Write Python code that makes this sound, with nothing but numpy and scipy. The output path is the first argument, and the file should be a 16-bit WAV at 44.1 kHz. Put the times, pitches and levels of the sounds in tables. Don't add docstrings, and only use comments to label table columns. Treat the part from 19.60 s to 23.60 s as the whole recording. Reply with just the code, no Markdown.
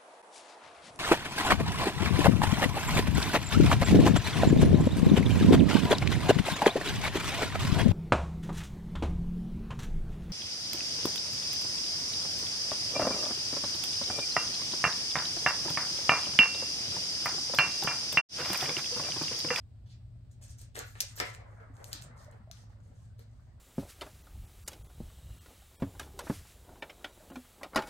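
import sys
import numpy as np
from scipy import signal
from scipy.fft import rfft, irfft
from scipy.io import wavfile
from scipy.ndimage import uniform_filter1d

SR = 44100
rng = np.random.default_rng(int(sys.argv[2]) if len(sys.argv) > 2 else 0)


def ratio(d):
    e = np.asarray(d, float) / 20
    return 10 ** e


def master_out(mix):
    frames = np.transpose(np.atleast_2d(mix))
    ceiling = np.clip(frames, -1, 1)
    pcm = np.round(ceiling * 32767).astype(np.int16)
    wavfile.write(sys.argv[1], SR, pcm)


N = 176400


def evened(x):
    return x / np.sqrt(np.mean(x ** 2) + 1e-30)


def read(points, hz):
    f, value = np.transpose(points)
    return np.interp(np.log(hz + 1), np.log(f + 1), value)


def colour(x, points, tilt_db=0, about_hz=5000, knee_hz=20):
    size = x.shape[-1]
    hz = np.fft.rfftfreq(size, 1 / SR)
    octaves = np.log2(np.maximum(hz, knee_hz) / about_hz)
    return irfft(rfft(x) * ratio(read(points, hz) + tilt_db * octaves), size)


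def add(mix, s, sound, pan_db):
    part = mix[:, round(s * SR):][:, :len(sound)]
    part += sound[:part.shape[1]] * ratio([[pan_db / 2], [-pan_db / 2]])


def pair(same):
    a, b = rfft(rng.standard_normal((2, N)))
    return irfft(np.array([a, same * a + np.sqrt(1 - same ** 2) * b]), N)


# (frequency [Hz], rms [dB], width [Hz])
HUM = [(57.93, -68.5, 1.3), (92.8, -61.5, 7.6), (107.32, -57, 3.4), (118.3, -58, 0.54), (169, -73.5, 2.9),
       (242, -75.5, 18)]
# (frequency [Hz], density [dB per Hz])
RUMBLE = [(15, -21), (35, -1.5), (60, 4.5), (125, -1), (140, -7.5), (270, -19), (320, -22.5), (2000, -67)]
# (frequency [Hz], density [dB per Hz])
HISS = [(200, -54), (600, -5), (1000, -21), (4700, -22), (6300, -31.5), (8500, -22.5), (9800, -43.5),
        (16000, -34)]
# (frequency [Hz], left-right likeness [0-1])
LIKENESS = [(30, 0.73), (100, 1), (240, 0.67), (950, 0.091), (3770, 0.041), (15000, 0.024)]
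RUMBLE_DB, HISS_DB, HUM_PAN_DB = -54.5, -76.5, 0.04


def background():
    hz = np.fft.rfftfreq(N, 1 / SR)
    same = np.clip(read(LIKENESS, hz), 0, .99)
    out = ratio(RUMBLE_DB) * evened(colour(pair(same), RUMBLE))
    out = out + ratio(HISS_DB) * evened(colour(pair(same), HISS))
    for tone_hz, db, width_hz in HUM:
        resonance = 1 / (1 + ((hz - tone_hz) / width_hz * 2) ** 2)
        out = out + ratio(db) * evened(irfft(rfft(pair(same)) * resonance, N))
    return out * ratio([[HUM_PAN_DB / 2], [-HUM_PAN_DB / 2]])


# (frequency [Hz], t60 [s])
ROOM = [(250, 0.2), (700, 0.31), (2000, 0.4), (5000, 0.27), (12000, 0.11)]


def room(x):
    taps = np.zeros((2, SR // 2))
    slots = np.arange(120, SR // 2 - 20, 20)
    at = slots + rng.integers(0, 20, (2, len(slots)))
    np.put_along_axis(taps, at, rng.choice([-1., 1.], at.shape), 1)
    hz, t, z = signal.stft(taps, SR, nperseg=256)
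    decay = ratio(-60 * t / read(ROOM, hz)[:, None])
    tail = signal.istft(z * decay, SR, nperseg=256)[1]
    return signal.fftconvolve(x, tail / np.linalg.norm(tail[0]), axes=1)[:, :N]


# (time [s], level [dB])
SCUFF = [(0, -81), (.79, -82), (.83, -73), (1.05, -76.5), (1.3, -92), (1.65, -55), (1.92, -60.5),
         (2.03, -58), (2.12, -63), (2.3, -58.5), (2.47, -62.5), (2.6, -59), (2.76, -64.5), (2.85, -73),
         (3.0, -69.5), (3.4, -77.5), (4, -73.5)]
# (frequency [Hz], density [dB per Hz])
SCUFF_COLOUR = [(150, -30), (400, -7.5), (600, -1.5), (850, -5.5), (1400, -6.5), (2100, -13), (2900, -37),
                (9000, -73)]
SCUFF_DB, CLUMP_DB, SLIP_DB = 0.7, 3.2, 1.6


def scuff():
    level_db = np.interp(np.arange(N) / SR, *np.transpose(SCUFF))
    z = signal.stft(colour(pair(0.086), SCUFF_COLOUR), nperseg=512)[2]
    field = rng.standard_normal(z.shape[1:])
    clumps = evened(uniform_filter1d(uniform_filter1d(field, size=2, axis=0), size=9, axis=1))
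    slips = evened(uniform_filter1d(field[0], size=3))
    uneven = z * ratio(CLUMP_DB * clumps + SLIP_DB * slips)
    friction = evened(signal.istft(uneven, nperseg=512)[1][:, :N])
    return ratio(level_db + SCUFF_DB) * friction


# (time [s], peak [dB], pitch [Hz])
THUDS = [(0.9, -32, 76), (1.173, -41, 546), (1.434, -48, 563), (2.35, -48.5, 300), (2.5, -53.5, 235),
         (1.8, -50, 84.5), (1.606, -42, 237), (2.8, -47.5, 214), (2.459, -39, 140), (3.3, -53.5, 263),
         (2.4, -48.5, 166), (2.1, -46.5, 269), (1.602, -34, 1300), (2.681, -45.5, 600), (2.9, -47, 680),
         (2.874, -50.5, 630), (3.099, -59, 850), (9.8, -59, 610)]
THUD_CYCLES, THUD_RISE_CYCLES, THUD_LONGEST_S = 54, 0.77, .14


def thuds():
    out, t = np.zeros((2, N)), np.arange(16000) / SR
    for s, db, hz in THUDS:
        decay_db_per_s = 60 * (hz / THUD_CYCLES + 1 / THUD_LONGEST_S)
        rise = 1 - np.exp(-t * hz / THUD_RISE_CYCLES)
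        swing = rise * np.sin(2 * np.pi * hz * t)
        add(out, s, ratio(db - decay_db_per_s * t) * swing, 0)
    return out


# (frequency [Hz], level [dB], t60 [s])
BOX = [(446, -21, 0.07), (478, -16, 0.14), (566, 0.5, 0.038), (734, 1, 0.02), (864, -14.5, 0.012),
       (972, -12.5, 0.039), (1380, 1, 0.0089), (1590, 0, 0.0072), (1800, -1.5, 0.011), (2100, -8.5, 0.018),
       (2870, -14, 0.0056), (4080, -7.5, 0.0049)]


def box_ring(tilt_db, about_hz=600, detune=.02, size=6000):
    t = np.arange(size) / SR
    hz, db, t60 = np.transpose(BOX)[:, :, None]
    hz = hz * (1 + detune * rng.standard_normal(hz.shape))
    db = db + tilt_db * np.log2(hz / about_hz) + 1.5 * rng.standard_normal(hz.shape)
    return (ratio(db - 60 * t / t60) * np.sin(2 * np.pi * hz * t)).sum(0)


# (time [s], peak [dB], tilt [dB per octave], contact [s])
KNOCKS = [(0.813, -55.5, -13, 0.0025), (1.013, -58, -3, 0.0019), (1.153, -40, 6, 0.003),
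          (1.172, -33.5, -8, 0.0042), (1.195, -38.5, 12, 0.0087), (1.354, -41, 8, 0.002),
          (1.403, -51.5, -15, 0.0061), (1.432, -59, 4, 0.0033), (1.575, -42.5, 18, 0.003),
          (1.6005, -21.5, 0.5, 0.0015), (1.611, -33, 4, 0.0094), (1.8, -47.5, 4.5, 0.0053),
          (2.001, -50, -2, 0.011), (2.202, -48.5, 0, 0.0029), (2.29, -47, -11, 0.0025),
          (2.331, -46.5, 2, 0.0045), (2.556, -77, 7, 0.0027), (2.724, -53, -0.5, 0.0048),
          (3.099, -64, 2, 0.00068), (3.258, -59, -1, 0.0013), (3.315, -56, -14, 0.0016),
          (3.591, -54, -1, 0.0037)]
KNOCK_PAN_DB = 1.5


def knocks():
    out, t = np.zeros((2, N)), np.arange(6000) / SR
    highpass = signal.butter(2, 330, "high", fs=SR)
    for s, db, tilt_db, contact_s in KNOCKS:
        push = rng.standard_normal(6000) * np.exp(-t / max(contact_s, .0005))
        push[0] = 4
        box = signal.fftconvolve(push, box_ring(np.clip(tilt_db, -6, 4)))
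        box = signal.lfilter(*highpass, box)
        add(out, s, ratio(db) * box / abs(box).max(), KNOCK_PAN_DB)
    return out


GRAINS_PER_S, GRAIN_SPREAD_DB, FIZZ = 2500, 5, 0.41


def creases():
    t = np.arange(400) / SR
    facets_hz = np.geomspace(1500, 15500, num=30)
    struck = rng.random(N) < GRAINS_PER_S / SR
    size = struck * ratio(GRAIN_SPREAD_DB * np.minimum(rng.exponential(1, N), 3))
    which = rng.integers(0, len(facets_hz), N)
    envelope = np.exp(-t / 0.00035) * np.minimum(t / .0001, 1)
    ticks = np.zeros(N)
    for k, hz in enumerate(facets_hz):
        tick = hz / SR * np.sin(2 * np.pi * hz * t) * envelope
        ticks += signal.oaconvolve(size * (which == k), tick)[:N]
    return evened(ticks) + FIZZ * rng.standard_normal(N)


# (frequency [Hz], density [dB per Hz])
FOIL = [(300, -62), (1300, -5.5), (3500, -3.5), (6000, -0.5), (8700, 2), (10200, -14.5), (11500, -1),
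        (16000, -16.5)]
# (start [s], length [s], rms [dB], tilt [dB per octave], strongest pitch [Hz])
RUSTLES = [(0.257, 0.033, -73.5, -9.5, 3700), (0.286, 0.062, -67.5, -9, 4560),
           (0.704, 0.036, -71.5, -2.5, 8550), (0.809, 0.066, -61, -5, 8500),
           (0.872, 0.068, -61.5, -3.5, 7800), (0.974, 0.088, -61, -2.5, 8240),
           (1.143, 0.084, -50.5, -1.5, 3370), (1.218, 0.14, -63, 2.5, 4070), (1.433, 0.13, -63, -4, 7600),
           (1.554, 0.075, -50, 5.5, 5200), (1.638, 0.087, -58, -1.5, 3920), (1.728, 0.036, -61, 7, 7100),
           (2.121, 0.23, -73.5, -3, 8250), (2.24, 0.095, -64.5, 12, 7000), (2.31, 0.09, -54, -4.5, 4400),
           (2.412, 0.033, -55.5, 3.5, 7700), (2.555, 0.13, -70, -0.5, 4350), (2.903, 0.16, -69, -4.5, 5560),
           (2.703, .09, -83.5, 5, 8400), (3.084, .07, -79.5, -4, 4300), (3.203, .16, -81, -2, 7150),
           (3.328, .2, -78.5, -4.5, 7740), (1.82, .33, -84.5, -1.5, 7060), (3.64, .36, -86, -3, 6000),
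           (1.344, 0.17, -63, -5, 2580), (1.575, 0.09, -53, -34, 2820), (3.578, 0.06, -70.5, 0.5, 4300)]
HUMP_DB, HUMP_OCTAVES, RISE_SHARE, RUSTLE_PAN_DB = 6, 0.56, 0.27, -0.5


def rustles():
    out, grains = np.zeros((2, N)), creases()
    hz = np.fft.rfftfreq(16384, 1 / SR)
    for s, length_s, db, tilt_db, top_hz in RUSTLES:
        u = np.arange(0, length_s, 1 / SR) / length_s
        swell = np.sin(np.pi / 2 * np.minimum(u / RISE_SHARE, (1 - u) / (1 - RISE_SHARE)))
        hump = ratio(HUMP_DB * np.exp(-(np.log2((hz + 1) / top_hz) / HUMP_OCTAVES) ** 2))
        touch = colour(np.resize(grains[round(s * SR):], 16384), FOIL, tilt_db, knee_hz=3340)
        touch = evened(irfft(rfft(touch) * hump))[:len(u)]
        add(out, s, ratio(db) * swell * touch, RUSTLE_PAN_DB)
    return out


# (time [s], peak [dB], tilt [dB per octave], left-right [dB], loop pitch [Hz])
SNAPS = [(0.715, -59, 3, 7, 8500), (0.8392, -42, 2.5, 9, 7500), (0.882, -48, 10, 6, 7000),
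         (0.992, -41, 0, 12, 8700), (1.016, -34, 6, -1, 5530), (1.156, -30, -6.5, 12, 5200),
         (1.165, -33.5, -13, 12, 2070), (1.1914, -20, 9, -4, 7400), (1.1905, -26, 7, 5, 12000),
         (1.3545, -43, -16, 0, 2630), (1.4048, -12.5, 2.5, 16, 6100), (1.4076, -10, 18.5, -6, 5600),
         (1.410, -21, 11, 18, 6340), (1.4152, -24, 16.5, -4, 8000), (1.417, -23, 6, -13, 12700),
         (1.6012, -13.5, -2.5, 13.5, 5570), (1.6017, -27, 8.5, -8, 3880), (1.604, -26, -9, -2, 2860),
         (1.605, -25.5, -9, -12, 1800), (1.702, -38, 0, -1, 6500), (1.7489, -31.5, -7, 0, 7540),
         (2.168, -48, 0, 9, 8600), (2.2432, -25.5, 9.5, 3, 6280), (2.3225, -52, 0, 4, 5000),
         (2.3304, -17.5, 2.5, 2, 4850), (2.351, -38, 10, -8, 6500), (2.4225, -31.5, -1.5, -9, 8000),
         (2.441, -47, 2, -10, 7500), (2.578, -52, -6, 6, 7400), (2.646, -45, 3, -1, 5900),
         (2.713, -46, 20, 1, 8800), (2.9138, -30, -1.5, 6, 6160), (2.971, -50, -6.5, -9, 3480),
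         (3.594, -44, 9, 9, 4100), (3.204, -59, -1, 3, 7300), (1.741, -38, -8, 0, 7000)]
FLIP_S, FLUTTER, FLUTTER_S = .0005, .13, .005
LOOP_DB, LOOP_CYCLES = 4, 14


def snaps():
    out, t = np.zeros((2, N)), np.arange(2048) / SR
    lead = 100
    for s, db, tilt_db, pan_db, loop_hz in SNAPS:
        crack = rng.standard_normal(2048) * (np.exp(-t / FLIP_S) + FLUTTER * np.exp(-t / FLUTTER_S))
        crack[0] = 5
        loop = ratio(LOOP_DB - 60 * t * loop_hz / LOOP_CYCLES) * np.sin(2 * np.pi * loop_hz * t)
        crack = colour(np.roll(crack + loop, lead), FOIL, np.clip(tilt_db, -5, 5))
        add(out, s - lead / SR, ratio(db) * crack / abs(crack).max(), np.clip(pan_db, -6, 8))
    return out


SNAP_WET_DB, WET_DB, LAG_S = -6.5, 2, .0003


def scene():
    cracks = snaps()
    soft = rustles() + knocks()
    left, right = cracks + soft
    direct = np.array([left, np.roll(right, round(LAG_S * SR))])
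    reverb = room(ratio(SNAP_WET_DB) * cracks + ratio(WET_DB) * soft)
    return direct + reverb + thuds() + scuff() + background()


def band_limit(x):
    return signal.sosfilt(signal.butter(12, 16810, fs=SR, output="sos"), x)


def record(dry):
    lowpass = signal.firwin(511, 15950, window=("kaiser", 9), fs=SR)
    wide = signal.oaconvolve(dry, lowpass[None], "same")
    wide = wide * np.minimum(np.arange(N) / 200, 1)
    return band_limit(wide)


dry = scene()
out = record(dry)
master_out(out)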